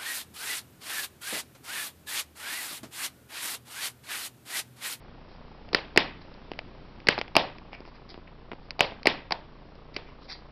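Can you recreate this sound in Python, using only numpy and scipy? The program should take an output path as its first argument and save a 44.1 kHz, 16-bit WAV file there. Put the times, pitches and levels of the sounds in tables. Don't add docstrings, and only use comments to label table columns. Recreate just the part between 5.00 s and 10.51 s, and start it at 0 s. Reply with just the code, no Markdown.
import sys
import numpy as np
from scipy import signal
from scipy.fft import rfft, irfft
from scipy.io import wavfile
from scipy.ndimage import uniform_filter1d

SR = 44100
rng = np.random.default_rng(int(sys.argv[2]) if len(sys.argv) > 2 else 0)


def magnitude_from_level(level_db):
    exponent = np.asarray(level_db, float) / 20
    return 10 ** exponent


def file_out(sig):
    cols = np.atleast_2d(sig).T
    lim = np.clip(cols, -1, 1)
    pcm = np.round(lim * 32767).astype(np.int16)
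    wavfile.write(sys.argv[1], SR, pcm)


N = 242991

# centre [Hz], width [Hz].
HOLLOWS = [
    (283, 314),
    (606, 370),
    (4346, 1500),
    (156, 210),
]
CONTACT_MS = [4.8, 3.0, 1.3]


def evened(x):
    return x / np.sqrt(np.mean(x ** 2) + 1e-20)


def peaked(x):
    return x / abs(x).max()


def read_curve(points, hz):
    f, value = np.transpose(points)
    return np.interp(np.log(hz + 1), np.log(f + 1), value)


def add(mix, s, sound):
    part = mix[round(s * SR):][:len(sound)]
    part += sound[:len(part)]


def ring(x, hz, width):
    r = np.exp(-np.pi * width / SR)
    return signal.lfilter([1, 0, -1], [1, -2 * r * np.cos(2 * np.pi * hz / SR), r * r], x)


def mode(x, hz, width):
    return ring(ring(x, hz, width), hz, 2 * width)


def even_coloured(x):
    z = rfft(x)
    return irfft(z / np.sqrt(uniform_filter1d(abs(z) ** 2, size=9)), len(x))


def knocks(rows, ms, width, echoes, fade, rattle_db, thud_db, bounce_db=-60):
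    direct, spray = np.zeros(N), np.zeros(N)
    t = np.arange(1300) / SR
    u = t / (ms / 1000)
    start = np.minimum(t / 0.00014, 1)
    shape = start * (np.exp(-fade * u - u ** 6) + magnitude_from_level(rattle_db - 60 * t / 0.097))
    shape = shape + magnitude_from_level(bounce_db) * np.exp(-((t - 0.007) / 0.0018) ** 2)
    gate = start * magnitude_from_level(-60 * t / 0.043)
    heel, (usual_hz, arch_width), edge, thud = HOLLOWS
    noises = rng.standard_normal((len(rows), 1300))
    for row, noise, echo in zip(rows, noises, echoes * np.ones((len(rows), 3))):
        s, db, hz, arch_hz, *hollow_db = row
        hollows = [heel, (arch_hz, arch_width * arch_hz / usual_hz), edge, thud]
        levels = hollow_db + [hollow_db[0] + thud_db]
        force = gate * even_coloured(noise * shape)
        knock = peaked(mode(force, hz, width))
        for (f, w), level in zip(hollows, levels):
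            knock = knock + magnitude_from_level(level) * peaked(mode(force, f, w))
        add(direct, s, magnitude_from_level(db) * knock)
        echo_db, arch_db, main_db = echo
        click = t == 0
        pulse = click + magnitude_from_level(arch_db) * peaked(ring(click, arch_hz, 370))
        pulse = pulse + magnitude_from_level(main_db) * peaked(ring(click, hz, 1200))
        add(spray, s, magnitude_from_level(db + echo_db) * pulse)
    return np.array([direct, spray])


def slaps():
    # start [s], peak [dB], main ring [Hz], arch hollow [Hz], edge snap against the ring [dB].
    slap_table = [
        (0.7466, -7, 1670, 350, -0.5),
        (0.9747, -0.5, 2060, 296, -4.5),
        (2.086, -3.5, 1780, 240, -3),
        (2.3655, 0, 2570, 596, -8),
        (3.8064, -3, 2376, 542, -14),
        (4.07, -2, 2100, 330, -6.5),
        (4.3213, -17, 1570, 810, 4.5),
        (4.9638, -20.5, 2370, 390, -2.5),
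    ]
    rows, echoes = [], []
    for s, db, hz, arch_hz, snap_db in slap_table:
        octaves = np.log2(arch_hz / HOLLOWS[1][0])
        rows.append((s, db, hz, arch_hz, -13.5, -6 + 12.5 * octaves, snap_db))
        echoes.append((5.5, -22.5 + 9.5 * octaves, -28 - 9.5 * octaves))
    return magnitude_from_level(1.5) * knocks(rows, CONTACT_MS[0], width=910, echoes=echoes, fade=0.77,
                             rattle_db=-31.5, thud_db=-9.5)


def touches():
    # start [s], peak [dB], then heel hollow, arch hollow and edge snap against the ring [dB].
    touch_table = [(0.7305, -29.5, 5, -9, 10), (.9616, -21.5, 3, -15, 1), (2.0697, -17.5, -7, -15, 0.5),
                   (2.1787, -22.5, -9.5, 4, -8), (2.1855, -36, -3, 3.5, -7), (2.1876, -28, 5.5, -6, 7.5),
                   (2.3533, -16, -7.5, 1, 2), (3.5161, -29, -1, -6.5, -25), (3.5315, -40.5, 8, -4, -3),
                   (3.793, -22.5, -7.5, 3, 3), (3.9205, -37.5, -15, 0, -14), (4.0562, -17, -2.5, 5, 0),
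                   (4.3078, -25, -4.5, 2, -1), (4.3185, -39.5, -2, 16.5, -25), (4.9432, -51.5, -3, -4, 13)]
    rows = [(s, db, 2140, HOLLOWS[1][0], *hollow_db) for s, db, *hollow_db in touch_table]
    return knocks(rows, CONTACT_MS[1], width=580, echoes=[(0, -27, -27.5)], fade=0.47,
                  rattle_db=-10.0, thud_db=-11.5, bounce_db=-7.5)


def ticks():
    # start [s], peak [dB], then heel hollow, arch hollow and edge snap against the ring [dB].
    tick_table = [(0.6887, -42, -14, -5, -4), (1.3408, -53.5, -13, -16, 9.5), (1.5166, -28, -1, -4, -11),
                  (1.535, -38, -25, -15, -20), (1.5903, -21.5, -51, -9, -14), (2.002, -41, -28, -29, -8),
                  (2.2136, -15.5, -30, -8, -9), (2.2796, -34.5, -10.5, -16, -13),
                  (2.5841, -36, -10, -17, -4), (2.7309, -37, -3, -1, -20), (2.8048, -43, 4, -30, -1.5),
                  (2.8524, -42.5, -1, -23, -7), (2.8769, -51, 3, 8.5, -14), (3.0173, -62, 8, -2, -16),
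                  (3.1426, -37.5, -3.5, -14, -31.5), (3.1768, -50, 11, 2, -23), (3.707, -24, -30, -16, 0.5),
                  (3.9203, -40, 2, 3, -25), (4.0311, -35.5, -27.5, -27.5, 2.5), (4.7535, -52, -8, -10, 1.5)]
    rows = [(s, db, 2137, HOLLOWS[1][0], *hollow_db) for s, db, *hollow_db in tick_table]
    return magnitude_from_level(3.5) * knocks(rows, CONTACT_MS[2], width=1230, echoes=[(-13, -22, -21.5)], fade=0.47,
                             rattle_db=-22, thud_db=-9.5)


def scuffs():
    # centre [Hz], width [Hz], level [dB].
    grit = [
        (2100, 920, 3),
        (4250, 2930, 11.5),
        (800, 190, -10),
    ]
    # middle [s], length [s], level [dB], brightness [dB].
    scuff_table = [(0.325, .1, -74, -1), (1.22, 0.016, -63.5, -1), (2.74, 0.03, -47, -15.5),
                   (2.877, 0.035, -61.5, -6), (2.96, 0.042, -61, -8.5), (3.103, 0.03, -59.5, -0.5),
                   (3.154, 0.023, -60.5, -14.5), (3.278, 0.011, -51.5, -25), (3.649, 0.067, -83.5, 7),
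                   (4.961, 0.042, -54.5, -10), (5.087, 0.042, -59.5, -13.5), (5.24, .06, -86.5, 18),
                   (5.311, 0.043, -45.5, -2.5)]
    grain_size = np.minimum(rng.exponential(1, N // 40 + 1), 2.5)
    grains = rng.standard_normal(N) * magnitude_from_level(4.2 * grain_size.repeat(40)[:N])
    low, high, body = (magnitude_from_level(db) * evened(mode(grains, hz, width)) for hz, width, db in grit)
    out, t = np.zeros(N), np.arange(N) / SR
    for s, length, db, bright_db in scuff_table:
        swell = np.exp(-abs(2 * (t - s) / length) ** 3)
        out += magnitude_from_level(db) * swell * (low + body + magnitude_from_level(bright_db) * high)
    return out


def yard(x, count=3):
    # frequency [Hz], time to fall 60 dB [s].
    yard_decay = [(150, 0.75), (400, 0.29), (900, 0.33), (2000, 0.38), (4000, 0.3), (6000, 0.28)]
    # frequency [Hz], level [dB].
    yard_colour = [(100, -4), (300, 2.5), (800, 8.5), (1300, -1.5), (2300, -0.5), (3500, 1), (5500, -4.5)]
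    out = np.zeros(N)
    place = (np.arange(N) / SR / 0.26).astype(int) % count
    hz, t = np.fft.rfftfreq(256, 1 / SR), np.arange(600) * 64 / SR
    decay_db = read_curve(yard_colour, hz)[:, None] - 60 * t / read_curve(yard_decay, hz)[:, None]
    for k in range(count):
        a, b, lumps = rng.standard_normal((600, 129, 3)).T
        lumps = evened(uniform_filter1d(uniform_filter1d(lumps, size=6, axis=0), size=5, axis=1))
        tail = signal.istft((a + 1j * b) * magnitude_from_level(decay_db + 2.0 * lumps), nperseg=256, noverlap=192)[1]
        s = np.arange(len(tail)) / SR
        tail *= np.clip((s - 0.00077) / 0.0035, 0, 1)
        tail *= magnitude_from_level(1.5 * np.exp(-((s - 0.037) / 0.012) ** 2))
        out += signal.fftconvolve(x * (place == k), tail / np.linalg.norm(tail))[:N]
    return out


def frame_buzz():
    load_at = [.225, .3, .47, .55, .6, .77, .84]
    load_step = [-5.2, 3.1, -2.1, 3.9, 3.1, 1.8, -4.6]
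    # middle [share of frame], half width [share of frame], level [dB].
    chatter_spells = [(0.249, 0.026, -55), (0.48, 0.11, -50), (.78, 0.14, -54.5)]
    frame_hz = 29.963
    frames = np.arange(int(N / SR * frame_hz) + 1)[:, None]
    chance = rng.standard_normal((len(frames), 2 * len(load_at)))
    at = (frames + load_at + 0.014 * chance[:, ::2]) / frame_hz * SR
    steps = np.zeros(N + SR)
    np.add.at(steps, at.astype(int), np.array(load_step) / 1000 * (1 + 0.2 * chance[:, 1::2]))
    sag = signal.lfilter([1], [1, -np.exp(-2 * np.pi * 5 / SR)], steps[:N])
    sag = signal.lfilter(*signal.butter(2, 800, fs=SR), sag)
    share = np.arange(N) / SR * frame_hz % 1
    busy = sum(magnitude_from_level(db) * np.exp(-((share - mid) / half) ** 2) for mid, half, db in chatter_spells)
    band = signal.butter(3, [220, 1150], "band", fs=SR, output="sos")
    chatter = signal.sosfilt(band, rng.standard_normal(N))
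    return magnitude_from_level(1.0) * sag + busy * evened(chatter)


def hiss():
    # frequency [Hz], level per Hz [dB].
    hiss_colour = [(30, -17), (60, -15), (200, -10.5), (450, -17), (1000, -24.5), (2550, -28), (4750, -33),
                   (6500, -32.5)]
    # time [s], level [dB].
    air_drift = [(0, -2), (1.301, 0.5), (2.6, -2), (3.403, -4.5), (4.6, -3), (5.5, -3)]
    hz = np.fft.rfftfreq(1024, 1 / SR)
    a, b, patches = rng.standard_normal((N // 256 + 5, 513, 3)).T
    patches = evened(uniform_filter1d(uniform_filter1d(patches, 14, 0), 14, 1))
    z = (a + 1j * b) * magnitude_from_level(read_curve(hiss_colour, hz)[:, None] + 0.16 * patches)
    steady = magnitude_from_level(-51) * evened(signal.istft(z, nperseg=1024, noverlap=768)[1][:N])
    return steady * magnitude_from_level(np.interp(np.arange(N) / SR, *np.transpose(air_drift)))


def scene():
    direct, spray = slaps() + touches() + ticks()
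    drag = scuffs()
    echoes = magnitude_from_level(0.5) * yard(spray + magnitude_from_level(-9.0) * drag)
    return (direct + drag + echoes + frame_buzz() + hiss())[None]


def band_limit(x):
    return signal.sosfilt(signal.butter(12, 16820, fs=SR, output="sos"), x)


def record(dry):
    treble_cut = signal.firwin(121, 5500, window=("kaiser", 9), fs=SR)
    narrow = signal.oaconvolve(dry, treble_cut[None], "same")
    clipped = np.clip(narrow, -0.72, 0.72)
    top_cut = signal.firwin(201, 16300, window=("kaiser", 9), fs=SR)
    mix = signal.oaconvolve(clipped, top_cut[None], "same")
    return band_limit(mix)


dry = scene()
out = record(dry)
file_out(out)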